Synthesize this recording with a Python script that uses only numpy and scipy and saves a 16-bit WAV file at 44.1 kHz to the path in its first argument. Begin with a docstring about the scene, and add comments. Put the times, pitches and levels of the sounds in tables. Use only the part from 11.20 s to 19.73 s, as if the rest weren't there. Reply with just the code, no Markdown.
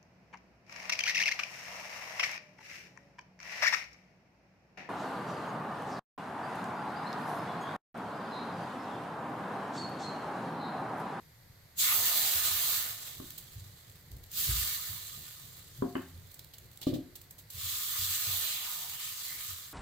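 """Batter in a hot pan

Batter is ladled in twice, then swirled round. Each time it meets hot metal it boils, fine bubbles
first and larger ones later, and dies down as the underside sets. In between, single bubbles crackle
and the batter pot knocks on the counter, grit ticking under it. Handling bumps the stove top;
a gas burner murmurs underneath. A small kitchen, heard from just above the pan."""
import sys
import numpy as np
from scipy import signal
from scipy.fft import rfft, irfft, next_fast_len
from scipy.io import wavfile
from scipy.ndimage import uniform_filter1d, map_coordinates

SR = 44100
rng = np.random.default_rng(int(sys.argv[2]) if len(sys.argv) > 2 else 0)


def wav_out(sig):
    """Save sig, one row per channel (or a flat mono array), as 16-bit PCM at SR to the path in sys.argv[1]."""
    wavfile.write(sys.argv[1], SR, np.round(np.clip(np.atleast_2d(sig).T, -1, 1) * 32767).astype(np.int16))


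N = 376173


# Bursting bubbles, one spectrum per size: freq_hz, density_db
FIZZ_SPECTRUM = [(5290, -29.5), (9000, -10), (9960, -9.5), (11700, 4.5), (13600, 0), (15100, 10.5),
                 (16000, -11)]
CRACKLE_SPECTRUM = [(1530, -31.5), (2600, -8.5), (3370, -1), (4000, 0), (5820, -7), (6290, -4.5),
                    (6800, -6), (7540, -1), (9000, -9), (11700, -13), (19800, -120)]
LARGE_SPECTRUM = [(800, -24), (980, -3.5), (1130, 5), (1230, 5), (1340, 2), (1440, -0.5), (1600, 4),
                  (1800, 3.5), (2000, 3.5), (2300, 6), (2600, -14), (2900, -15.5)]
GURGLE_SPECTRUM = [(250, -18), (400, -13.5), (550, -7.5), (670, -3), (760, -6), (850, -0.5), (980, -12),
                   (1150, -14.5)]
# Position of the wet edge: time_s, left_right_db
WET_EDGE = [(0.6, -5), (2.6, -7), (3.1, -4), (3.74, -6.5), (4.7, -5.5), (5.3, -11), (6.28, -4.5),
            (7.35, -5.5), (7.84, -5)]

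def sizzle():
    """Fierce boiling merges bursts into a hiss; as the batter sets, single ones stand out."""
    boil, gurgle = boiling()
    bubbles = bursts(rate_per_s=200 + 24000 * boil / boil.max(), scatter_db=3)
    sputter_db = 0.7 * wobble(40) + 0.55 * wobble(9)
    fierce_db = 20 * np.log10(boil + 1e-5) + 33.5  # fiercer boiling is brighter
    fizz_db = grown_db(boil, delay_s=0.0017, growth_s=0.001) + 2.75 + 0.12 * fierce_db
    crackle_db = grown_db(boil, delay_s=0.00067, growth_s=0.0069) - 0.22
    large_db = grown_db(boil, delay_s=0.0033, growth_s=0.041) - 14
    gurgle_db = grown_db(gurgle, delay_s=0.096, growth_s=0.052) + 0.89

    def layer(spectrum, level_db, steam):
        """One bubble size: bursts over escaping steam."""
        gain = amp(level_db + sputter_db + 0.88 * wobble(18))
        return gain * spread(bubbles + steam * noise(), spectrum)

    hiss = (layer(FIZZ_SPECTRUM, fizz_db, steam=1.0)
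            + layer(CRACKLE_SPECTRUM, crackle_db, steam=1.62)
            + layer(LARGE_SPECTRUM, large_db, steam=0.88)
            + layer(GURGLE_SPECTRUM, gurgle_db, steam=1.37))
    lean_db, = curves(WET_EDGE)
    return pan_ring(hiss + swells()) * balance(lean_db - lean_db.mean())


# Ladlefuls landing on hot metal: start_s, level_db, rise_s, spread_s, set_s, gurgle_rel_db
LADLEFULS = [(0.583, -32, 0.0068, 0.99, 0.057, -10.5), (3.148, -36.5, 0.016, 0.32, 0.17, -21.5)]
# Batter tilted over fresh metal: time_s, level_db, gurgle_rel_db
PAN_SWIRL = [(6.27, -76, -30), (6.32, -53, -40), (6.44, -39, -33), (6.56, -40, -29), (6.91, -36, -27),
             (7.06, -38.5, -17), (7.19, -37.5, -18), (7.42, -42, -31), (7.72, -44, -23.5), (8.06, -46, -19),
             (8.29, -44.5, -44), (8.46, -52, -29)]

def boiling():
    """Strength of the boil and of the gurgle under the thick middle, from pours and swirl."""
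    cool_db_per_s, dry_db_per_s, thicken_db_per_s = 3, 8, 9.5
    t = np.arange(N) / SR
    swirl_db, swirl_gurgle_db = curves(PAN_SWIRL)
    swirl = (t > PAN_SWIRL[0][0]) * amp(swirl_db)
    boil_power, gurgle_power = swirl ** 2, (swirl * amp(swirl_gurgle_db)) ** 2
    for start_s, level_db, rise_s, spread_s, set_s, gurgle_rel_db in LADLEFULS:
        age_s = np.maximum(t - start_s, 0)
        setting_s = np.maximum(age_s - spread_s, 0)
        attack = 0.5 + 0.5 * np.tanh((t - start_s) / (2 * rise_s))
        hold = amp(level_db - cool_db_per_s * np.minimum(age_s, spread_s))
        release = (1 + setting_s / set_s) ** -0.77 * amp(-dry_db_per_s * setting_s)
        pour = attack * hold * release
        boil_power += pour ** 2
        gurgle_power += (pour * amp(gurgle_rel_db - thicken_db_per_s * age_s)) ** 2
    return np.sqrt(boil_power), np.sqrt(gurgle_power)


def bursts(rate_per_s, scatter_db):
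    """Random bubble bursts of uneven size, at constant mean power."""
    chance = np.clip(rate_per_s / SR, 1e-5, 1)
    sizes = amp(scatter_db * np.clip(rng.standard_normal(N), -2, 2))
    hits = rng.random(N) < chance
    return unit(hits * sizes / np.sqrt(chance) * noise())


def grown_db(strength, delay_s, growth_s):
    """Bubbles take time to grow, so their level lags the boil."""
    t = np.arange(N) / SR
    delayed = np.interp(t - delay_s, t, strength)
    pole = np.exp(-1 / (SR * growth_s))
    return 20 * np.log10(signal.lfilter([1 - pole], [1, -pole], delayed) + 1e-9)


# Bubble crowds on the running edge: centre_s, sigma_s, level_db, pitch_hz, fall_oct_per_s, width_ratio
BUBBLE_CROWDS = [(0.607, 0.016, -33, 7100, 0, 0.08), (0.70, 0.037, -38, 2420, 2.5, 0.2),
                 (0.734, 0.06, -45, 1286, 1.5, 0.18), (7.262, 0.14, -41, 3500, 0.75, 0.16),
                 (7.582, 0.16, -58, 878, 0.3, 0.14), (7.818, 0.075, -49.5, 2965, 1, 0.09),
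                 (8.171, 0.09, -53, 2130, -1, 0.08)]

def swells():
    """Bubbles of like size swell together, gliding in pitch as they grow."""
    track, t = np.zeros((2, N)), np.arange(-SR // 4, SR // 4) / SR
    for centre_s, sigma_s, level_db, pitch_hz, fall_oct_per_s, width_ratio in BUBBLE_CROWDS:
        lowpass = signal.butter(2, width_ratio * pitch_hz, fs=SR, output="sos")
        in_phase, quadrature = signal.sosfilt(lowpass, rng.standard_normal((2, 2, len(t))))
        phase = 2 * np.pi * np.cumsum(pitch_hz * 2 ** (-fall_oct_per_s * t)) / SR
        crowd = unit(in_phase * np.cos(phase) + quadrature * np.sin(phase))
        add(track, centre_s + t[0], amp(level_db) * np.exp(-0.5 * (t / sigma_s) ** 2) * crowd)
    return track


# Pan resonances: centre_hz, width_hz, lift_db
PAN_RESONANCES = [(672, 16, 3), (1118, 50, 7), (1237, 57, 4.5), (1450, 24, 10), (1803, 38, 7.5),
                  (3220, 22, -4), (4150, 24, 6), (4590, 62, 4.5), (6350, 72, 7), (6900, 65, 4.5),
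                  (7430, 66, 4), (12340, 110, 7)]

def pan_ring(hiss, echo_s=0.005, echo_db=-17):
    """The pan rings faintly; its sides and the stove throw the hiss back, making it metallic."""
    def resonances(hz):
        return amp(sum(lift_db / (1 + (2 * (hz - centre_hz) / width_hz) ** 2)
                       for centre_hz, width_hz, lift_db in PAN_RESONANCES))

    direct = filtered(hiss, resonances)
    paths = np.zeros((2, SR // 50))
    paths[:, 0] = 1
    for ear in paths:
        delays_s = echo_s * rng.uniform(0.5, 1, size=4)
        ear[(delays_s * SR).astype(int)] = amp(echo_db) * rng.choice([-1, 1], size=4)
    return signal.fftconvolve(direct, paths / np.linalg.norm(paths[0]), axes=1)[:, :N]


def patchy(hiss, depth_db):
    """Bubbles of one size gather and disperse: shifting patches in the hiss, weaker in the treble."""
    hz, _, bins = signal.stft(hiss, SR, nperseg=512)
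    across_bands = uniform_filter1d(rng.standard_normal(bins.shape[1:]), size=5, axis=0)
    patches = unit(uniform_filter1d(across_bands, size=14, axis=1))
    gain = amp(depth_db * patches / (1 + hz[:, None] / 8000))
    return signal.istft(bins * gain, SR, nperseg=512)[1][:, :N]


# Bubble pops and, at 5.6-5.76 s, duller grit ticks: start_s, level_db, t60_s, treble_db
POPS_AND_GRIT = [(2.105, -28.5, 0.0071, 2), (2.179, -30, .037, 1), (2.916, -36.5, 0.01, 0),
                 (3.039, -37.5, .01, 0), (3.115, -38.5, 0.014, 8), (5.113, -39.5, .03, 0),
                 (5.141, -41, 0.026, 5), (5.192, -30, .017, -4), (5.245, -37, .011, -1),
                 (5.335, -34, 0.042, -5.5), (5.382, -36.5, 0.021, 1.5), (5.574, -31, 0.0056, 0.5),
                 (5.613, -27.5, 0.046, -7), (5.627, -24, 0.042, -12), (5.664, -28, 0.13, -13),
                 (5.735, -29.5, 0.081, -11), (5.953, -34, 0.05, 0), (6.014, -41.5, 0.025, 4),
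                 (6.108, -40.5, 0.02, 8), (6.18, -42, .09, 2), (6.301, -35, .035, 3)]

def pops_and_grit(rise_share=0.15):
    """Bubbles pop and spit; grit ticks and scrapes under the pot as it is set down."""
    snap, treble, t = np.zeros((2, N)), np.zeros((2, N)), np.arange(SR // 8) / SR
    stray_pops = [(start_s, level_db, 0.02, 2)
                  for start_s, level_db in rng.uniform((1.8, -51), (6.2, -43), size=(44, 2))]
    for start_s, level_db, t60_s, treble_db in POPS_AND_GRIT + stray_pops:
        grains = noise(len(t)) * amp(2 * rng.standard_normal(len(t)))
        burst = amp(level_db) * strike(t, t60_s, rise_s=rise_share * t60_s) * grains
        add(snap, start_s, burst)
        add(treble, start_s, amp(treble_db) * burst)
    # freq_hz, gain_db
    snap_colour = [(600, -7), (1200, -13.5), (2300, -7.5), (3200, 2.5), (4200, 4.5), (5600, -7),
                   (8000, -16), (15000, -44)]
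    treble_colour = [(3000, -44), (5600, -5.5), (7500, 3), (9800, -2.5), (12000, 5.5), (15000, 6.5)]
    direct = filtered(snap, lambda hz: amp(along(snap_colour, hz)))
    direct += filtered(treble, lambda hz: amp(along(treble_colour, hz)))
    return direct + amp(-7.5) * kitchen(direct)


# The pot is bumped, set down and rocks: start_s, counter_db, pot_db, lowpass_hz
POT_KNOCKS = [(2.0, -44, -47, 1400), (2.019, -52, -66, 400), (4.622, -32, -25.5, 1050),
              (4.7531, -38, -30.5, 3320), (4.765, -39, -43, 3020), (5.668, -20.5, -64, 680),
              (5.722, -33, -62, 620), (5.731, -25.5, -55, 586), (5.760, -32, -43, 706),
              (5.786, -37.5, -63, 600), (5.858, -55, -59, 600)]
# Modes of the filled steel pot and the hollow counter: pitch_hz, level_db, t60_s
POT_MODES = [(170.4, -15, 0.29), (236, -1, .15), (260, -3, 0.18), (334, -4.5, 0.13), (383.4, 0, .16),
             (468, -12.5, .14), (535, -19, 0.17), (707, -16.5, 0.32), (973, -15.5, 0.14), (1075, -19, 0.22),
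             (1137, 0.5, 0.028), (2120, -13, .05), (2950, -18, 0.09)]
COUNTER_MODES = [(101.2, -23.5, 0.77), (140, -16.5, 0.2), (173, -3, 0.075), (265, -21, 0.11),
                 (272, -1.5, 0.1), (296, 0.5, 0.12), (354, -20, 0.55), (510, -6, 0.058), (554, -24, 0.16),
                 (592, -12.5, 0.14), (663, -22, 0.041), (1180, -6, 0.063)]
# Crowded upper pot modes: freq_hz, density_db
CLATTER_SPECTRUM = [(400, -48), (700, -1), (870, -3), (1100, -6), (1500, 0), (1950, -6), (2250, -17),
                    (2550, -8), (2950, -5), (3300, -17), (5000, -30)]

def knocks():
    """Each blow rings pot and counter; a soft contact leaves out the high modes."""
    track, t = np.zeros((2, N)), np.arange(SR // 2) / SR
    clatter = spread(noise(), CLATTER_SPECTRUM)
    clack = strike(t, t60_s=0.021, rise_s=0.00061)
    afterring = amp(-14) * strike(t, t60_s=0.3, rise_s=0.00061)
    for start_s, counter_db, pot_db, lowpass_hz in POT_KNOCKS:
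        upper_modes = (clack + afterring) * clatter[:, round(start_s * SR):][:, :len(t)]
        pot = ring(POT_MODES, t, rise_cycles=0.28) + amp(-2) * upper_modes
        counter = ring(COUNTER_MODES, t, rise_cycles=0.34)
        contact = signal.butter(4, lowpass_hz, fs=SR, output="sos")
        add(track, start_s, signal.sosfilt(contact, amp(counter_db) * counter + amp(pot_db) * pot))
    return track + amp(-8.5) * kitchen(track.mean(axis=0))


def ring(modes, t, rise_cycles):
    """A struck body: modes build up within about a cycle; high ones differ in phase left and right."""
    pitch_hz, level_db, t60_s = np.transpose(modes)[:, :, None]
    phase = rng.standard_normal((2, len(modes), 1)) * np.minimum(pitch_hz / 500, 2)
    gain = amp(level_db + rng.standard_normal(pitch_hz.shape))
    envelope = gain * strike(t, t60_s, rise_s=rise_cycles / pitch_hz)
    return (envelope * np.sin(2 * np.pi * pitch_hz * t + phase)).sum(axis=1)


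# Ladle and pan handling: start_s, level_db, pitch_hz
HANDLING_BUMPS = [(0.728, -43.5, 93.6), (1.149, -45, 78), (1.299, -45, 89), (2.355, -38, 96.3),
                  (2.903, -42, 59.7), (3.266, -36.5, 134.3), (3.281, -30, 64.6), (3.373, -41.5, 89.5),
                  (3.691, -40, 105.4), (4.579, -37, 128), (4.94, -43, 94), (5.033, -49, 92),
                  (6.341, -42.5, 91.4), (6.429, -45, 92.4), (6.785, -39.5, 94), (6.86, -49, 89),
                  (7.07, -38, 90.7), (8.28, -44, 88)]
# Loose stove top: freq_hz, density_db
STOVE_SPECTRUM = [(25, -25), (45, -6), (95, 2), (165, -6), (230, -17), (400, -22), (800, -40)]

def bumps():
    """Soft pushes sway the stove top at a low, unsteady pitch; its loose parts rumble."""
    sway, shaking, t = np.zeros(N), np.zeros(N), np.arange(SR // 2) / SR
    push = strike(t, t60_s=0.25, rise_s=0.01)
    for start_s, level_db, pitch_hz in HANDLING_BUMPS:
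        drift_rad = 7 * np.cumsum(rng.standard_normal(len(t))) / np.sqrt(SR)
        phase = 2 * np.pi * pitch_hz * t + uniform_filter1d(drift_rad, size=400)
        add(sway, start_s, amp(level_db) * push * np.sin(phase))
        add(shaking, start_s, amp(level_db) * push)
    rumble = amp(-9) * shaking * spread(noise(), STOVE_SPECTRUM)
    return sway + rumble + amp(-0.5) * kitchen(sway)


# Flame and room murmur: freq_hz, density_db
BURNER_SPECTRUM = [(15, -46), (25, -8), (45, -15.5), (75, -5.5), (110, -3.5), (165, -9.5), (210, -21),
                   (500, -21), (840, -24), (1370, -25.5), (2000, -21), (2760, -31), (4500, -23.5),
                   (5500, -30.5), (7000, -30), (10000, -34.5), (13000, -22.5), (15700, -39.5)]
# Flame rumble, quieter once the pan is lifted off: time_s, gain_db
FLAME_RUMBLE = [(0, 1.5), (2.5, 3), (4.2, 3.5), (6.3, 1.5), (7.2, -2), (7.6, -1), (8.53, -2.5)]

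def burner():
    """The gas flame murmurs steadily; its low rumble flutters."""
    flame_db, = curves(FLAME_RUMBLE)
    murmur = amp(-59) * spread(noise(), BURNER_SPECTRUM)
    rumble = filtered(murmur, lambda hz: 1 / (1 + (hz / 450) ** 4))
    hiss = murmur - rumble
    return hiss + rumble * amp(flame_db + 2 * wobble(13))


# Kitchen reverberation: freq_hz, t60_s
KITCHEN_DECAY = [(100, 0.41), (400, 0.31), (2000, 0.39), (8000, 0.21), (15000, 0.21)]

def kitchen(x):
    """Wall reflections; each frequency dies at its own rate."""
    hz, t, bins = signal.stft(noise(SR // 2), SR, nperseg=256)
    decay = amp(-60 * t / along(KITCHEN_DECAY, hz)[:, None])
    tail = signal.istft(bins * decay, SR, nperseg=256)[1]
    tail[:, :SR // 200] = 0  # nearest wall: 5 ms
    mid, side = signal.fftconvolve(np.atleast_2d(x), tail / np.linalg.norm(tail[0]), axes=1)[:, :N]
    return np.array([mid + 0.12 * side, mid - 0.26 * side])


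# Left-right likeness: freq_hz, correlation
STEREO_LIKENESS = [(100, 0.98), (250, 0.78), (500, 0.44), (1000, 0.24), (1900, 0.26), (3800, 0.12),
                   (15000, 0.041)]

def spread(pair, spectrum):
    """Colours two unrelated signals and blends them to stereo of rms 1: bass alike, treble apart."""
    def mid_side_gains(hz):
        angle = np.arccos(along(STEREO_LIKENESS, hz)) / 2
        return amp(along(spectrum, hz)) * [np.cos(angle), np.sin(angle)]

    mid, side = filtered(pair, mid_side_gains)
    return unit(np.array([mid + side, mid - side]))


def amp(db):
    return 10 ** (np.asarray(db) / 20)


def balance(left_right_db):
    return amp(np.array([[0.5], [-0.5]]) * left_right_db)


def unit(x):
    """Scaled to rms 1."""
    return x / np.sqrt(np.mean(x ** 2) + 1e-20)


def noise(samples=N):
    return rng.standard_normal((2, samples))


def strike(t, t60_s, rise_s):
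    """Envelope with exponential rise and decay."""
    return amp(-60 * t / t60_s) * (1 - np.exp(-t / rise_s))


def along(points, hz):
    """Interpolates (freq_hz, value) points on a log axis."""
    freq_hz, values = np.transpose(points)
    return np.interp(np.log(hz + 1), np.log(freq_hz + 1), values)


def curves(rows):
    """One value per sample for each column after time_s."""
    time_s, *columns = np.transpose(rows)
    return [np.interp(np.arange(N) / SR, time_s, column) for column in columns]


def wobble(knots_per_s):
    """A smooth random curve."""
    knots = rng.standard_normal(int(N * knots_per_s / SR) + 4)
    return map_coordinates(knots, [np.arange(N) * knots_per_s / SR], order=2)


def filtered(x, response):
    """Applies the gain response(hz)."""
    size = next_fast_len(N + 8192)
    return irfft(rfft(x, size) * response(np.fft.rfftfreq(size, 1 / SR)), size)[..., :N]


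def add(track, start_s, sound):
    part = track[..., round(start_s * SR):][..., :sound.shape[-1]]
    part += sound[..., :part.shape[-1]]


def scene():
    """Everything on and around the stove."""
    return patchy(sizzle(), depth_db=1.9) + pops_and_grit() + knocks() + bumps() + burner()


# Colour difference of the two microphone ports: freq_hz, left_right_db
PORT_BALANCE = [(100, 0.2), (330, 3.5), (700, 0.5), (1500, 3), (2700, -0.5), (4100, -7.5), (4900, -3),
                (5600, 13.5), (6400, 2.5), (7400, 1), (9300, 0.5), (11400, -6.5), (13800, -4.5),
                (15400, -7)]

def record(dry, top_hz=15900):
    """Each port colours its side at constant total power, under a steep band limit."""
    def response(hz):
        gains = balance(along(PORT_BALANCE, hz))
        gains /= np.sqrt(np.mean(gains ** 2, axis=0))
        return gains / (1 + (hz / top_hz) ** 400)

    return filtered(dry, response)


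dry = scene()
out = record(dry)
wav_out(out)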